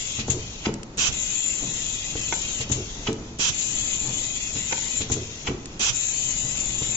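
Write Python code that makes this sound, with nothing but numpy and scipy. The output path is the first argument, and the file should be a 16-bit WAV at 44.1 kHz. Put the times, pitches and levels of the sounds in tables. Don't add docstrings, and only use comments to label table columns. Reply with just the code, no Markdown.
import sys
import numpy as np
from scipy import signal
from scipy.fft import rfft, irfft, next_fast_len
from scipy.io import wavfile
from scipy.ndimage import uniform_filter1d, map_coordinates

SR = 44100
rng = np.random.default_rng(int(sys.argv[2]) if len(sys.argv) > 2 else 0)


def unload_audio(sound):
    columns = np.transpose(np.atleast_2d(sound))
    steps = np.round(np.clip(columns, -1, 1) * 32767)
    wavfile.write(sys.argv[1], SR, steps.astype(np.int16))


N = 306936


# frequency_hz, density_db
FULL_JET = [(3000, -45.5), (5400, -31), (5750, -9.5), (6120, -12.5), (6270, -1.3), (6650, 1), (6900, -1.5),
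            (7200, 0.5), (7480, -2), (7560, -4), (7700, -7.3)]
SLACK_JET = [(3000, -33), (5000, -15.5), (5800, -3.5), (6250, -5), (6520, -0.5), (6900, -2), (7500, -8.5)]
HOSE_RUSH = [(300, -29), (900, -15), (1650, -12), (2000, -2), (2300, -3), (2520, .5), (2900, -.5),
             (3300, 1.5), (3900, 0), (4700, -4), (5600, -3.5), (7500, -12)]
# pitch_hz, width_hz, level_db
EDGE_TONES = [(6920, 70, -6), (7115, 50, 0), (7305, 100, -5)]
HOSE_MODES = [(1990, 120, -11), (2515, 90, -.5), (2715, 70, -3), (3100, 110, -.5), (3385, 90, .5),
              (3820, 60, -6)]

def ejector():
    jet_db, hose_db = air_flow()
    flow = np.clip((jet_db + 35.5) / 9, 0, 1)
    whistle = from_left(resonant(EDGE_TONES, drift=.002), lead_ms=.13)
    full = coder_holes(noise(FULL_JET), depth_db=2.5) + amp(-7.5 + 2 * wobble(7)) * whistle
    jet = np.sqrt(flow) * full + np.sqrt(1 - flow) * noise(SLACK_JET)
    rush = plates(noise(HOSE_RUSH), t60=.06, share=.42)
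    hollow = from_left(resonant(HOSE_MODES, drift=.003), lead_ms=.13)
    hoses = coder_holes(rush + amp(-6) * hollow, depth_db=5.2)
    sputter_db = .6 * wobble(30) + .8 * wobble(140)
    return amp(sputter_db) * (amp(jet_db + 1) * jet * pan(side_db=13) + amp(hose_db) * hoses)


# feed_start_s, fold_start_s, jet_offset_db, leak_offset_db
CYCLES = [(-1.44, -0.259, -1.5, -8), (0.975, 2.157, -0.2, 1.5), (3.388, 4.558, 0.6, 1.5),
          (5.793, 6.820, 1.1, 0)]

def air_flow():
    feed, _, strength, leak = np.transpose(CYCLES)
    cycle = np.searchsorted(feed, clock()) - 1
    strength_db, leak_db = strength[cycle], leak[cycle]
    surge = np.exp(-since("blown") / .4)
    exhaust_s = since("exhaust")
    sucking = gate(when("run out"), when("vacuum off"), rise=.06, fall=.032)
    folding = gate(when("fold"), when("open"), rise=.01, fall=.03)
    homing = gate(when("exhaust"), when("home"), rise=.015, fall=.05)
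    jet = [amp(-28.9 + strength_db + 9.8 * surge) * sucking,
           amp(-33.5 + strength_db) * folding,
           amp(-34 + strength_db - 12 * exhaust_s) * homing,
           amp(-48 + leak_db)]
    hoses = [amp(-35.2 + 2.7 * surge) * gate(when("blown"), when("vacuum off"), rise=.035, fall=.07),
             amp(-40) * folding,
             amp(-38 - 15 * exhaust_s) * gate(when("exhaust"), when("home"), rise=.025, fall=.04),
             amp(-52 + leak_db)]
    return [20 * np.log10(np.linalg.norm(parts, axis=0)) for parts in (jet, hoses)]


# frequency_hz, density_db
BLAST_AIR = [(200, -24), (650, -20), (1400, -11.5), (1850, -16), (2350, -10.5), (2550, -.5), (2800, -5.5),
             (3200, -2), (4300, -11.5), (5200, -7), (5900, -2), (6700, -3), (7300, -1.5)]
DRAUGHT = [(40, -2.5), (120, 3.5), (250, -13), (600, -20.5), (2000, -36)]
# frequency_hz, left_minus_right_db
BLAST_SIDE = [(200, -18), (700, -5.5), (1400, -6), (1850, 1), (2600, -10), (3300, -11), (4300, -3),
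              (5900, -7), (7200, 2)]

def blast():
    air = noise(BLAST_AIR) + amp(-5) * from_left(noise(BLAST_AIR)[0], lead_ms=.17)
    air = filtered(air, lambda hz: pan(along(BLAST_SIDE, hz)))
    blowing = gate(when("blow"), when("blown"), rise=.009, fall=.015)
    air = plates(air, t60=.065, share=.35) * blowing * amp(-12.8 + .4 * wobble(60))
    gust = bursts(each_cycle([("blown", 0, -23)]), rise=.0087, t60=.11)
    return air + gust * noise(DRAUGHT) * pan(side_db=-20)


# step, delay_s, muffler_db, hose_db
VENTS = [("fold", .003, -33, -26), ("open", .002, -25.5, -21.5), ("exhaust", .02, -26, -34),
         ("return", 0, -12, -21)]

def vents():
    rows = each_cycle(VENTS)
    jet = bursts([(s, db) for s, db, _ in rows], rise=.0025, t60=.15) * noise(FULL_JET)
    puff = bursts([(s, db) for s, _, db in rows], rise=.0083, t60=.12) * noise(HOSE_RUSH)
    return jet * pan(side_db=11) + puff


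# step, delay_s, thud_db, frame_db, brightness_hz
JOLTS = [("blow", .006, -35, -32, 1700), ("fold", -.002, -25, -28.5, 1200), ("shut", .002, -34, -34, 600),
         ("open", 0, -23, -27, 1200), ("return", -.016, -38, -23, 900), ("return", .001, -16, -28, 700),
         ("return", .047, -29, -28, 450), ("home", .014, -25, -16.5, 370), ("home", .036, -34, -25, 370)]
# pitch_hz, level_db, t60_s
FRAME_MODES = [(112, -8.5, .26), (150, -2.5, .17), (177, -8, .12), (209.5, -3.5, .21), (232.5, -4.5, .24),
               (285.8, -1, .15), (319.5, -3.5, .085), (376, -3, .1), (451, -4.5, .18), (525, -8, .09),
               (690, -11, .04)]
# frequency_hz, density_db
FRAME_KNOCK = [(150, -1.5), (450, -2), (800, -2), (1400, -2), (2500, -21.5), (6000, -24)]

def jolts():
    t, out = np.arange(SR // 2) / SR, np.zeros((2, N))
    bench_hz, swell_s, knock_t60 = 100, .0065, .05
    thud = np.sin(2 * np.pi * bench_hz * t) * (t / swell_s * np.exp(1 - t / swell_s)) ** 2
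    knock_noise = noise(FRAME_KNOCK)
    for s, thud_db, frame_db, bright_hz in each_cycle(JOLTS):
        offset = rng.integers(N - len(t))
        knock = knock_noise[:, offset:offset + len(t)] * amp(-4.5 - 60 * t / knock_t60)
        struck = ring(FRAME_MODES, spread_db=2, scatter_rad=.9) + knock
        frame = signal.lfilter(*signal.butter(1, bright_hz, fs=SR), struck)
        add(out, s - .5 / bench_hz, amp(thud_db) * thud)
        add(out, s, amp(frame_db) * frame)
    return out


# step, delay_s, level_db
STOP_AND_VALVE_HITS = [("home", -.002, -27), ("home", .002, -20), ("home", .006, -21), ("home", .013, -30),
                       ("home", .023, -29.5), ("blow", .012, -31)]
# pitch_hz, level_db, t60_s
STOP_MODES = [(400, -7, .04), (786, -3.5, .03), (925, -3.5, .05), (1300, -4, .05), (1500, -9, .035),
              (1960, -4, .04), (2240, -2.5, .03), (2400, -.5, .035), (2640, -2, .035), (2980, 2, .035),
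              (3320, 0, .03), (4020, -6, .028), (4900, -6.5, .035)]

def stop_and_valve():
    hits = each_cycle(STOP_AND_VALVE_HITS)
    return clacks(hits, STOP_MODES, crack_db=-11, crack_t60=.07, scrape_db=-12, scrape_s=.013)


# start_s, level_db
JAW_HITS = [(2.3245, -17), (2.330, -25), (2.338, -30), (4.711, -29), (4.7245, -17), (4.728, -23),
            (4.778, -31), (4.865, -33)]
# pitch_hz, level_db, t60_s
JAW_MODES = [(330, -2, .035), (525, -4, .06), (770, -6, .025), (865, -1, .05), (921, -3.5, .11),
             (1380, -5, .035), (1513, 1, .05), (1750, -7, .03), (2130, 5, .03), (2260, 4, .03),
             (2450, 1, .035), (3400, -4, .015), (3950, -2, .018), (5800, 0, .035), (6100, 0, .03),
             (6320, -1, .03)]
# frequency_hz, density_db
LINKAGE = [(300, -14), (620, -14), (760, -2), (940, 0), (1080, -22), (1480, -7), (2300, -13), (3000, -30)]

def jaws():
    snaps = clacks(JAW_HITS, JAW_MODES, crack_db=-2, crack_t60=.033, scrape_db=-13, scrape_s=.006)
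    rattle = bursts(JAW_HITS, rise=.002, t60=.17) * amp(-20.5 + 4 * wobble(200)) * noise(LINKAGE)
    return snaps * pan(side_db=-1) + rattle


# frequency_hz, density_db
CONTACT = [(200, -22), (900, -7.5), (1700, -11), (2600, -2), (4500, -14), (6200, -5), (7500, -7)]

def clacks(hits, modes, crack_db, crack_t60, scrape_db, scrape_s):
    t, ringing = clock(), np.zeros((2, N))
    for s, db in hits:
        add(ringing, s, amp(db + 1.5) * ring(modes, spread_db=2, scatter_rad=1.88))
    scrape = sum(amp(db + scrape_db) * np.exp(-abs(t - s) / scrape_s) * (t < s) for s, db in hits)
    crack = amp(crack_db) * bursts(hits, rise=.0008, t60=crack_t60)
    return ringing + (scrape + crack) * noise(CONTACT)


# frequency_hz, density_db
LOOSE_PARTS = [(70, -20), (140, -1), (230, 0), (300, 0), (450, -4), (560, -18), (1000, -18), (2000, -34)]

def shudder():
    rough = amp(3.5 * wobble(90))
    return bursts(each_cycle([("home", .01, -27)]), rise=.005, t60=.35) * rough * noise(LOOSE_PARTS)


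# start_s, level_db
ARRIVALS = [(1.617, -29), (4.04, -29.5), (6.43, -31)]
# frequency_hz, density_db
BUMP = [(70, -18), (120, 0), (160, -1), (220, -9), (300, -9), (450, -17), (800, -22), (1500, -28),
        (4000, -50)]

def buffer_bumps():
    return bursts(ARRIVALS, rise=.012, t60=.4) * noise(BUMP)


# start_s, level_db
FEED_TICKS = [(.740, -26), (.8315, -27), (.973, -28), (3.129, -26), (3.387, -29), (5.657, -25),
              (5.794, -26)]
# frequency_hz, density_db
TICK_SPECTRUM = [(500, -18), (2000, -7), (4500, -7), (6800, -1), (8000, 0), (8400, -8), (8700, -32)]

def ticks():
    return bursts(FEED_TICKS, rise=.0002, t60=.016) * noise(TICK_SPECTRUM) * pan(side_db=4.5)


# frequency_hz, density_db
RAIL_RUMBLE = [(80, -5), (170, -3.5), (450, -3), (800, -14.5), (1600, -14.5), (4000, -15.5)]
# pitch_hz, width_hz, level_db
CHAIN_MODES = [(310, 70, -8), (365, 45, 0), (415, 70, -4), (530, 80, -13), (655, 60, -13)]

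def rails():
    uneven = amp(2.2 * wobble(45))
    run_home = amp(-42 - 22 * since("return")) * gate(when("return"), when("home"), rise=.027, fall=.03)
    run_out = amp(-49) * gate(when("run out"), when("run out") + .2, rise=.03, fall=.08)
    head_slide = amp(-47) * gate(when("shut"), when("open"), rise=.03, fall=.03)
    rolling = (run_home + run_out + head_slide) * noise(RAIL_RUMBLE)
    delay_s, groan_s = .025, .07
    pull = when("return") + delay_s
    groan = amp(-37) * gate(pull, pull + groan_s, rise=.008, fall=.032)
    bend = .03 * np.clip((since("return") - delay_s) / groan_s - .5, -1, 1)
    return uneven * (rolling + groan * resonant(CHAIN_MODES, drift=.01, bend=bend))


def plates(x, t60, share):
    t = np.arange(SR // 20) / SR
    echo = rng.standard_normal((2, len(t))) * amp(-60 * t / t60) * (t > .004)
    echo *= share / np.linalg.norm(echo, axis=1, keepdims=True)
    echo[:, 0] = 1
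    return unit(signal.fftconvolve(x, echo, axes=1)[:, :N])


# frequency_hz, t60_s
ROOM_DECAY = [(150, 1), (1000, 0.99), (3000, 0.36), (8000, 0.58)]

def room(x):
    hz, t, spectra = signal.stft(rng.standard_normal((2, SR // 2)), SR, nperseg=256)
    decay = amp(-60 * t / along(ROOM_DECAY, hz)[:, None])
    mid, side = signal.istft(spectra * decay * mid_side(hz[:, None]), SR, nperseg=256)[1]
    tail = np.array([mid + side, mid - side])
    return signal.fftconvolve(x, tail / np.linalg.norm(tail[0]), axes=1)[:, :N]


# frequency_hz, density_db
ROOM_TONE = [(20, -1.5), (35, 1.5), (60, -1.5), (90, -8), (113, -3.5), (150, -6), (280, -9), (400, -15.5),
             (700, -18), (1400, -24), (3000, -29), (7500, -30)]

def workshop():
    return amp(-38.8 + 1.9 * wobble(8)) * noise(ROOM_TONE)


FEED_TIMER = {"blow": 0, "blown": .105, "run out": .125}
FOLD_TIMER = {"fold": 0, "shut": .167, "open": .447, "vacuum off": .462, "exhaust": .515, "return": .558,
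              "home": .914}

def when(step):
    feed, fold, *_ = np.transpose(CYCLES)
    return feed + FEED_TIMER[step] if step in FEED_TIMER else fold + FOLD_TIMER[step]


def since(step):
    t, starts = clock(), when(step)
    return abs(t - starts[np.maximum(np.searchsorted(starts, t) - 1, 0)])


def each_cycle(rows):
    return [(s, *rest) for step, delay, *rest in rows for s in when(step) + delay if 0 <= s < N / SR]


# frequency_hz, correlation
MIC_LIKENESS = [(120, .997), (250, .98), (500, 0.87), (1000, .25), (2000, -0.41), (4000, -0.0051),
                (7000, -0.076)]

def mic_angle(hz):
    return np.arccos(np.clip(along(MIC_LIKENESS, hz), -1, 1))


def mid_side(hz):
    turn = mic_angle(hz) / 2
    return np.array([np.cos(turn), np.sin(turn)])


def pan(side_db):
    gains = amp(np.array([side_db, -side_db]).reshape(2, -1) / 2)
    return gains / np.sqrt(np.mean(gains ** 2, axis=0))


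def from_left(x, lead_ms):
    return filtered(x, lambda hz: np.exp(1j * np.pi * hz * lead_ms / 1000 * np.array([[1], [-1]])))


def noise(spectrum):
    mid, side = filtered(rng.standard_normal((2, N)), lambda hz: amp(along(spectrum, hz)) * mid_side(hz))
    return unit(np.array([mid + side, mid - side]))


def resonant(modes, drift, bend=0):
    peaks = lambda hz: sum(amp(db) / (1 + (2 * (hz - pitch) / width) ** 2) for pitch, width, db in modes)
    position = np.cumsum(1 + bend + drift * wobble(10))
    return unit(map_coordinates(filtered(rng.standard_normal(N), peaks), [position], mode="mirror"))


def ring(modes, spread_db, scatter_rad):
    t = np.arange(SR // 2) / SR
    out = np.zeros((2, len(t)))
    for hz, db, t60 in modes:
        apart = mic_angle(hz) * rng.normal(0, .8, (2, 1))
        phase = scatter_rad * rng.standard_normal() + apart
        pitch = hz * rng.normal(1, .01)
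        decay = amp(db + spread_db * rng.standard_normal() - 60 * t / t60)
        out += decay * np.sin(2 * np.pi * pitch * t + phase)
    attack = 1 - np.exp(-t / .00017)
    return out * attack / np.linalg.norm(amp([db for _, db, _ in modes]))


def coder_holes(x, depth_db):
    spectra = signal.stft(x, nperseg=1024)[2]
    field = uniform_filter1d(rng.standard_normal(spectra.shape[1:]), size=4, axis=0)
    field = uniform_filter1d(field, size=9, axis=1)
    dips = np.minimum(unit(field), .8)
    return unit(signal.istft(spectra * amp(depth_db * dips), nperseg=1024)[1][:, :N])


def bursts(rows, rise, t60):
    t, out = np.arange(SR // 2) / SR, np.zeros(N)
    for s, db in rows:
        add(out, s, amp(db - 60 * t / t60) * (1 - np.exp(-t / rise)))
    return out


def gate(starts, ends, rise, fall):
    t = clock()
    return sum((1 - np.exp(-np.maximum(t - start, 0) / rise)) * np.exp(-np.maximum(t - end, 0) / fall)
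               for start, end in zip(starts, ends))


def wobble(rate):
    return map_coordinates(rng.standard_normal(int(N * rate / SR) + 4), [clock() * rate])


def filtered(x, response):
    size = next_fast_len(N + SR // 4)
    return irfft(rfft(x, size) * response(np.fft.rfftfreq(size, 1 / SR)), size)[..., :N]


def low_pass(x, edge_hz, width_hz):
    return filtered(x, lambda hz: np.clip((edge_hz - hz) / width_hz + .5, 0, 1) ** 2)


def along(points, hz):
    frequencies, values = np.transpose(points)
    return np.interp(np.log(hz + 1), np.log(frequencies), values)


def add(track, s, sound):
    part = track[..., round(s * SR):][..., :sound.shape[-1]]
    part += sound[..., :part.shape[-1]]


def amp(db):
    return 10 ** (np.asarray(db) / 20)


def unit(x):
    return x / np.sqrt(np.mean(x ** 2) + 1e-20)


def clock():
    return np.arange(N) / SR


def scene():
    contacts, snaps = stop_and_valve(), jaws()
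    knocks = contacts + jolts() + shudder() + buffer_bumps()
    near = blast() + vents() + snaps
    walls = room(amp(-8) * knocks + amp(-14) * near)
    machine = knocks + near + walls + ejector() + rails()
    return low_pass(machine + workshop(), edge_hz=7590, width_hz=240) + ticks()


def record(dry):
    return low_pass(dry, edge_hz=8500, width_hz=500)


dry = scene()
out = record(dry)
unload_audio(out)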